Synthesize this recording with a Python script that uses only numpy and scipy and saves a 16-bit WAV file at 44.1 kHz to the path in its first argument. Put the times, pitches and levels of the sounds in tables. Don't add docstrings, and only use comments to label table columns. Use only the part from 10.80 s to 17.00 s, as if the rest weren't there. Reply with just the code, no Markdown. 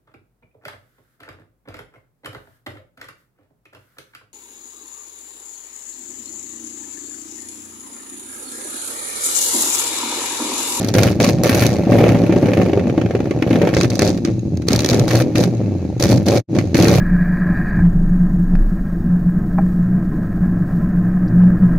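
import sys
import numpy as np
from scipy import signal
from scipy.fft import rfft, irfft
from scipy.io import wavfile

SR = 44100
rng = np.random.default_rng(int(sys.argv[2]) if len(sys.argv) > 2 else 0)


def master(y):
    cut = np.clip(np.atleast_2d(y).T, -1, 1)
    pcm = np.round(cut * 32767)
    wavfile.write(sys.argv[1], SR, pcm.astype(np.int16))


N = 273420
TIME = np.arange(N) / SR

# time in seconds, firing rate in Hz, level of the firing note in dB.
ENGINE_SPEED = [(0.0, 112.5, -20), (0.171, 97.4, -30), (0.302, 117.8, -32), (0.399, 104.7, -28),
                (0.522, 126.7, -23), (0.7, 119.5, -27), (0.85, 112, -36), (1.05, 101.9, -32),
                (1.301, 127.2, -44), (1.86, 91.6, -17), (2.43, 74.84, -26), (2.68, 78.14, -42),
                (2.93, 104.9, -26), (3.03, 119.9, -11), (3.201, 100, -40), (3.321, 120.5, -30),
                (3.6, 105, -36), (3.75, 92.37, -11.5), (3.87, 68.47, -23), (4.06, 77.95, -25),
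                (4.2, 125.5, -13), (4.3, 113, -17), (4.422, 125.7, -13), (4.548, 115, -15),
                (4.66, 127.9, -11.5), (4.85, 106.2, -9), (5.03, 86.05, -14), (5.19, 69.94, -30),
                (5.36, 117.9, -26), (5.461, 95.5, -9.5), (5.6, 115, -7), (5.751, 114.4, -14.5),
                (5.931, 82.02, -15), (6.2, 118, -30)]
CYLINDER_DB = [-0.5, 1, 1.5, -5, -3.5, -2.5, -4.5, -2.5]
# start, hold and decay in seconds, opening from 0 to 1,
# extra thump, rasp and sizzle in dB.
THROTTLE_BLIPS = [(0.0, .1, 0.046, 0.66, -4.5, 2.5, 2.5), (0.14, 0.15, 0.066, 0.99, -0.5, 2.5, 3),
                  (0.399, 0.095, 0.058, 1, -4, 3, 3.5), (0.635, 0.22, 0.15, 0.97, -3.5, 5, 8.5),
                  (2.939, 0.11, 0.042, 0.8, 2, -2, -4), (3.1, 0.069, 0.049, 0.62, -4, 1, 0),
                  (3.19, 0.094, 0.075, 0.96, 1.5, 0, -2.5), (3.448, 0.0078, 0.055, 0.78, 0.5, 6.5, -8),
                  (3.871, .3, 0.19, 0.87, 1.5, 0, -1.5), (4.28, 0.13, 0.032, 0.96, 0.5, 2, 3),
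                  (4.553, 0.079, 0.051, 0.93, 2, 0, 1.5), (5.197, .13, 0.077, 1, 4, 0, 1),
                  (5.459, 0.12, 0.044, 0.98, 0.5, -1.5, 0), (5.749, 0.057, 0.049, 0.51, -1.5, 5, -3),
                  (5.945, 0.31, 0.041, 0.98, 1, 3, 4)]
# time in seconds, richness from 0 to 1.
FLAME_RICHNESS = [(0.0, 0.06), (0.6, 0.57), (0.95, 0.67), (1.08, 0.73), (1.13, 1.0), (1.33, 0.9),
                  (1.45, 0.75), (1.8, 0.81), (2.0, 0.58), (2.3, 0.58), (2.6, 0.59), (2.74, 0.84),
                  (2.93, 0.77), (3.15, 0.16), (3.45, 0.02), (4.45, 0.47), (4.8, 0.47), (5.4, 0.28),
                  (6.2, 0.39)]
SHUT_DB = [-24.5, -21, -41, -57.5, -53, -69]
OPEN_DB = [-17, -18.5, -18, -28, -28, -42]
LEAN_DB = [-51, -48.5, -45.5, -62, -66, -89]
RICH_DB = [-18, -13, -15.5, -27, -35.5, -44]
# frequency in Hz, relative level in dB.
PIPE_SPECTRUM = [(18, -36), (30, -30.5), (88, -12), (113, -1), (145, -6), (199, -6), (226, -9), (300, -8),
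                 (459, -10.5), (497, -10), (538, -11), (573, -11), (660, -15), (994, -26), (1300, -26.5),
                 (1690, -83), (2860, -120)]
GAS_SPECTRUM = [(530, -31), (900, -4), (1800, -6.5), (2240, -6), (3110, -10), (4330, -7), (5390, -10.5),
                (6080, -7.5), (7950, -17.5), (9090, -6.5), (14400, -9.5), (15900, -19.5), (16500, -58)]
GAS_CORRELATION = [0.6, 0.19, -0.021]
GAS_PAN_DB = [-1, -1.5, 3]
# time in seconds, rasp and thud in relative dB, ring in Hz.
FUEL_POPS = [(1.0697, -43, -3, 243), (1.096, -45, -8, 240), (1.119, -16.5, -2, 241.9),
             (1.1858, -13, -3, 240.8), (1.2045, -15.5, -3, 403), (1.2381, -14, 0, 525.1),
             (1.267, -21, -2.5, 542.2), (1.2898, -10.5, -5, 266), (1.3472, -18, -2.5, 238),
             (1.3715, -38, -12, 262), (1.4368, -23.5, -3, 275), (1.4645, -20.5, -20, 243.4),
             (1.495, -25, -6, 299), (1.5237, -15, -6, 366), (1.5612, -18.5, -1.5, 259.5),
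             (1.627, -20.5, -2.5, 295.5), (1.6567, -16.5, -4, 244), (1.6846, -21, -2, 390),
             (1.7338, -12, -9, 547), (1.772, -15.5, -20, 250), (1.8153, -13, -6.5, 366),
             (1.8601, -23, -9, 446), (1.8945, -23, -8, 323), (1.932, -17, -2, 376),
             (1.9745, -23.5, -2.5, 407), (1.9944, -21, -15, 250), (2.0378, -30, -15, 273),
             (2.0705, -26, -4, 238), (2.0964, -19.5, -12, 325), (2.1777, -17.5, -2.5, 296.2),
             (2.214, -17, -13, 323), (2.2595, -23.5, -13, 424), (2.3082, -21, -11, 535),
             (2.3503, -15.5, -4.5, 440), (2.4029, -22, -9, 279.4), (2.4552, -25, -16, 362),
             (2.5096, -15.5, -7.5, 358.7), (2.6228, -8.5, -4, 303), (2.672, -22, -15, 344),
             (2.7082, -15.5, -4, 369), (2.7292, -14, -5, 255), (2.7565, -14, -5, 244.1),
             (2.7767, -42, -9, 293), (2.816, -9, -1.5, 436.5), (2.8338, -36.5, -4, 439.5),
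             (2.85, -21, -8, 394), (2.8725, -11, -2, 436), (2.889, -17, -21, 430)]
# time in seconds, rasp and thud in relative dB,
# crack in dB above the rasp, ring in Hz.
HARD_FIRINGS = [(0.046, -28, -12, 8.5, 241), (0.0869, -21.5, -29, 4.5, 390),
                (0.1394, -25.5, -17, 13.5, 245), (0.1486, -14, -10, -12, 291), (0.1834, -5, -35, -9, 452),
                (0.2325, -5, -4, -4, 507), (0.3027, -48, -12, -9, 320), (0.401, -10, -4, -12.5, 244),
                (0.4152, -28, -8, 3, 286), (0.4433, -5.5, -7, -4.5, 242), (0.4776, -21, -2.5, 0, 224),
                (0.496, -24, -9, -15, 455), (0.635, -18.5, -32, 4, 312), (0.6948, -10.5, -3, -3.5, 253),
                (0.7475, -12.5, -13, -2, 396), (0.8075, -22, -37, -3, 372), (0.8223, -7.5, -5, -13, 240),
                (0.865, -19, -10, 5, 315), (2.9372, -12, -18, -22, 273.8), (2.9672, -8, -6, -15, 455),
                (3.0105, -7, -36, -7, 320), (3.032, -15, -9, 3, 372.7), (3.0438, -12, -7, -13, 377),
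                (3.102, -27.5, -20, 10, 260), (3.1544, -23, -14, 5, 285), (3.1925, -12, -9, 1.5, 258),
                (3.2197, -8, -10, -3, 390), (3.2495, -24.5, -18, 6, 242), (3.2813, -26, -24, -3, 250.6),
                (3.3748, -23.5, -28, -6, 298.5), (3.4499, -15, -6.5, -0.5, 304),
                (3.7717, -28.5, -43, 1.5, 275), (3.8198, -26.5, -25, -8, 265), (3.8847, -9.5, -7, 3.5, 420),
                (3.905, -15, -10, -7, 242), (3.9175, -15, -23, -3, 263), (3.931, -8, -11, 2, 304),
                (3.9474, -24, -15, 6, 302), (3.9604, -21, -12, 12.5, 278), (3.9908, -12, -18, 1.5, 429.7),
                (4.0045, -27, -13, 13, 240), (4.0192, -31, -15, 2, 282), (4.0453, -11.5, -11.5, 2, 253),
                (4.0609, -11.5, -13, -1, 345), (4.0885, -14, -16, 5, 328.3), (4.0987, -13, -10, 2, 484),
                (4.11, -13, -17, -2, 256), (4.131, -11.5, -12, -6, 273.8), (4.1436, -12, -6, -1.5, 382),
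                (4.1952, -16.5, -27, 5, 245.8), (4.2785, -25, -12, 4, 248.7), (4.3092, -11, -28, -13, 260),
                (4.3541, -14.5, -14, 1, 317), (4.4208, -17, -15, -4, 285), (4.5552, -13, -11, -12, 303),
                (4.581, -16, -8, 2, 322.7), (4.6371, -11.5, -17, -5, 250.6),
                (5.1991, -16.5, -10.5, -3, 312), (5.2248, -18.5, -10, 11, 472.6),
                (5.2375, -9.5, -23, 0.5, 325.6), (5.3141, -17.5, -22, 1, 253.1),
                (5.3773, -24.5, -18, -2, 244), (5.464, -29, -21, 8, 246.2), (5.4838, -9, -8, 0, 302),
                (5.5595, -24, -5, 0, 320.4), (5.7507, -26.5, -18, -14, 304), (5.7866, -15.5, -7, -9.5, 285),
                (5.9437, -16.5, -13.5, -18, 242), (5.9526, -30, -7, -4, 292), (5.9704, -20, -16, -1, 240.1),
                (5.9817, -40, -15.5, 2, 277.8), (5.9984, -23, -10, 1, 280), (6.0244, -15, -17, 0, 242),
                (6.0376, -30, -5.5, -3, 270), (6.0593, -28, -8, 1, 404), (6.0814, -13, -7, -7, 415.4),
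                (6.0955, -22, -10, -3, 319.4)]
# frequency in Hz, relative level in dB, seconds to fall by 60 dB.
VALVE_MODES = [(2640, -1.5, 0.031), (4030, 1.5, .015), (6549, 4, 0.016)]
# time in seconds, gain in dB.
OVERALL_GAIN = [(5.595, -11), (5.608, -19), (5.61, -26), (5.63, -56), (5.67, -91), (5.685, -28), (5.7, -16),
                (5.72, -9)]

BOOM_TOP_HZ, THUMP_TOP_HZ, BARK_TOP_HZ, RASP_TOP_HZ, CRACK_TOP_HZ = 138, 375, 1050, 3300, 7800


def firings(rate_hz, jitter_s, scatter_db):
    cycles = np.cumsum(rate_hz) / SR
    count = np.arange(int(cycles[-1]))
    timing, strength = rng.standard_normal((len(count), 2)).T
    firing_s = np.interp(count, cycles, TIME) + jitter_s * timing
    firing_db = np.array(CYLINDER_DB)[count % 8] + scatter_db * strength
    return firing_s, np.minimum(firing_db, 2.5), cycles


def throttle_and_flame():
    opening, extra_db = np.zeros(N), np.zeros((6, N))
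    for start, hold, decay, size, thump, rasp, sizzle in THROTTLE_BLIPS:
        age = np.maximum(TIME - start, 0)
        attack = (TIME >= start) * (1 - 0.04 * np.exp(-age / .03))
        blip = attack * np.exp(-np.maximum(age - hold, 0) / decay)
        opening = np.maximum(opening, size * blip)
        extra_db += np.outer([thump, thump, 0, rasp, 0, sizzle], blip)
    engine_db = blend(SHUT_DB, OPEN_DB, opening) + extra_db
    flame_db = blend(LEAN_DB, RICH_DB, curve(FLAME_RICHNESS))
    return 10 * np.log10(undb(2 * engine_db) + undb(2 * flame_db))


def tailpipes(firing_s, firing_db, boom_db, thump_db, bark_db, brightness_db):
    pulses = impulses(firing_s, undb(firing_db))
    flow = unit(fade(pulses, 0.0073) * rng.standard_normal(N))
    exhaust = np.clip((brightness_db + 40) / 18, .4, .9) * flow + unit(pulses)
    boom = unit(colour(flow, PIPE_SPECTRUM, 15, BOOM_TOP_HZ))
    thump = unit(colour(exhaust, PIPE_SPECTRUM, BOOM_TOP_HZ, THUMP_TOP_HZ))
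    bark = unit(colour(exhaust, PIPE_SPECTRUM, THUMP_TOP_HZ, BARK_TOP_HZ))
    return undb(boom_db + 9.5) * boom + undb(thump_db + 8.5) * thump + undb(bark_db + 9.5) * bark


def bangs(pop_crack_db=-18.5):
    pops = np.insert(FUEL_POPS, 3, pop_crack_db, axis=1)
    bang_s, rasp_db, thud_db, crack_above_db, ring_hz = np.vstack([pops, HARD_FIRINGS]).T
    linger = np.clip(-crack_above_db / 14, 0, 1)
    return bang_s, rasp_db, rasp_db + crack_above_db, thud_db, ring_hz, linger


def escaping_gas(firing_s, firing_db, band_db, brightness_db):
    bang_s, rasp_db, crack_db, _, _, linger = bangs()
    sizzle_db = crack_db + np.interp(bang_s, TIME, band_db[2] - band_db[1])
    bang_db = [rasp_db - 4.5, crack_db + 1.5, sizzle_db + 4.5]
    burstiness = np.clip((brightness_db + 35) / 16, .25, 1)
    tint_db = 4.6 * rng.standard_normal((len(firing_s), 3)).T
    edges_hz = [BARK_TOP_HZ, RASP_TOP_HZ, CRACK_TOP_HZ, .45 * SR]
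    left_right = np.array([[1], [-1]])
    out = np.zeros((2, N))
    for k, trim_db in enumerate([2.5, 4.0, 6.0]):
        bursts = unit(puff(impulses(firing_s, undb(0.26 * firing_db + tint_db[k])), 0.0019))
        flow = burstiness * bursts + 1 - 0.48 * burstiness
        shots = puff(impulses(bang_s, undb(bang_db[k])), 0.0012)
        flames = puff(impulses(bang_s, undb(bang_db[k]) * linger), 0.0038)
        envelope = undb(band_db[k] + trim_db) * flow + shots + .5 * flames
        noises = rng.standard_normal((2, N))
        band = GAS_SPECTRUM, edges_hz[k], edges_hz[k + 1]
        noise_rms = np.std(colour(noises[0], *band))
        mid, side = (colour(envelope * noise, *band) / noise_rms for noise in noises)
        pair = mid * np.sqrt(1 + GAS_CORRELATION[k]) + side * np.sqrt(1 - GAS_CORRELATION[k]) * left_right
        out += pair * undb(GAS_PAN_DB[k] / 2 * left_right)
    return out


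def thuds(crest_db=10, burn_db=-11):
    bang_s, _, _, thud_db, ring_hz, linger = bangs()
    peaks = undb(thud_db + crest_db)
    t = np.arange(2048) / SR
    rings = np.zeros(N + len(t))
    for at, peak, hz in zip(bang_s, peaks, ring_hz):
        ring = np.sin(2 * np.pi * hz * t) * (hz * t) ** 0.84 * np.exp(-hz * t / 0.78)
        start = int(max(at - 0.35 / hz, 0) * SR)
        rings[start:start + len(t)] += peak * ring / np.abs(ring).max()
    burn = puff(impulses(bang_s, peaks * undb(burn_db) * linger), 0.0046)
    roar = unit(colour(rng.standard_normal(N), PIPE_SPECTRUM, 220, BARK_TOP_HZ))
    return rings[:N] + burn * roar


def tappets(firing_s, level_db=-33.5, scatter_db=7):
    tick_s = np.sort(np.append(firing_s[3::8], firing_s[5::8]))
    ticks = impulses(tick_s, undb(level_db + scatter_db * rng.standard_normal(len(tick_s))))
    clatter = (fade(ticks, 0.00094) + undb(level_db - 14)) * rng.standard_normal((2, N))
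    t = np.arange(2048) / SR
    ring = sum(undb(db - 60 * t / t60) * np.sin(2 * np.pi * hz * t) for hz, db, t60 in VALVE_MODES)
    return signal.fftconvolve(clatter, ring[None] / np.sqrt(np.sum(ring ** 2)), axes=1)[:, :N]


def street(x, t60_s, band_hz):
    t = np.arange(SR // 4) / SR
    tail = rng.standard_normal((2, len(t))) * undb(-60 * t / t60_s)
    tail = signal.sosfilt(bandpass(*band_hz), tail)
    return signal.fftconvolve(x[None], tail / np.sqrt(np.sum(tail ** 2) / 2), axes=1)[:, :N]


def breeze():
    return undb(-48) * unit(signal.sosfilt(bandpass(20, 70), rng.standard_normal((2, N))))


def undb(db):
    return 10 ** (np.asarray(db) / 20)


def unit(x):
    return x / np.sqrt(np.mean(x ** 2))


def curve(points):
    return np.interp(TIME, *np.transpose(points))


def blend(from_db, to_db, share):
    return np.array(from_db)[:, None] + np.subtract(to_db, from_db)[:, None] * share


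def bandpass(lo_hz, hi_hz):
    return signal.butter(2, [lo_hz, hi_hz], "band", fs=SR, output="sos")


def colour(x, spectrum, lo_hz, hi_hz):
    hz, db = np.transpose(spectrum)
    grid_hz = np.linspace(1, SR / 2, 4097)
    cepstrum = irfft(np.log(undb(np.interp(np.log(grid_hz), np.log(hz), db))))
    cepstrum[1:4096] *= 2
    cepstrum[4097:] = 0
    response = irfft(np.exp(rfft(cepstrum)))[:4096]
    return signal.sosfiltfilt(bandpass(lo_hz, hi_hz), signal.fftconvolve(x, response)[:N])


def impulses(seconds, size):
    x = np.zeros(N)
    np.add.at(x, np.clip((seconds * SR).astype(int), 0, N - 1), size)
    return x


def fade(x, seconds):
    return signal.lfilter([1], [1, -np.exp(-1 / (seconds * SR))], x)


def puff(x, seconds):
    return fade(fade(x, seconds), 0.69 * seconds) * 3.79 / (seconds * SR)


def scene():
    crank_s, rate_hz, note_db = np.transpose(ENGINE_SPEED)
    rate_hz, note_db = np.interp(TIME, crank_s, rate_hz), np.interp(TIME, crank_s, note_db)
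    firing_s, firing_db, cycles = firings(rate_hz, jitter_s=0.00117, scatter_db=6.0)
    note = np.sqrt(2) * undb(note_db) * np.sin(2 * np.pi * (cycles + 0.054))
    boom_db, thump_db, bark_db, rasp_db, crack_db, sizzle_db = throttle_and_flame()
    boom_db -= .7 * np.maximum(note_db + 20, 0)
    low = tailpipes(firing_s, firing_db, boom_db, thump_db, bark_db, rasp_db - thump_db) + note + thuds()
    high = escaping_gas(firing_s, firing_db, [rasp_db, crack_db, sizzle_db], crack_db - thump_db)
    tail = undb(-21) * street(low, t60_s=.2, band_hz=(120, 1100))
    tail += undb(-14) * street(high.mean(axis=0), t60_s=0.082, band_hz=(680, 2950))
    return (low + high + tail + tappets(firing_s) + breeze()) * undb(curve(OVERALL_GAIN))


def record(dry):
    bottom_hz, top_hz, ceiling = 30, 15900, .9
    firm = signal.sosfilt(signal.butter(2, bottom_hz, "high", fs=SR, output="sos"), dry)
    capped = firm / (1 + (firm / ceiling) ** 4) ** (1 / 4)
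    return signal.sosfilt(signal.ellip(8, .2, 70, top_hz, fs=SR, output="sos"), capped)


dry = scene()
out = record(dry)
master(out)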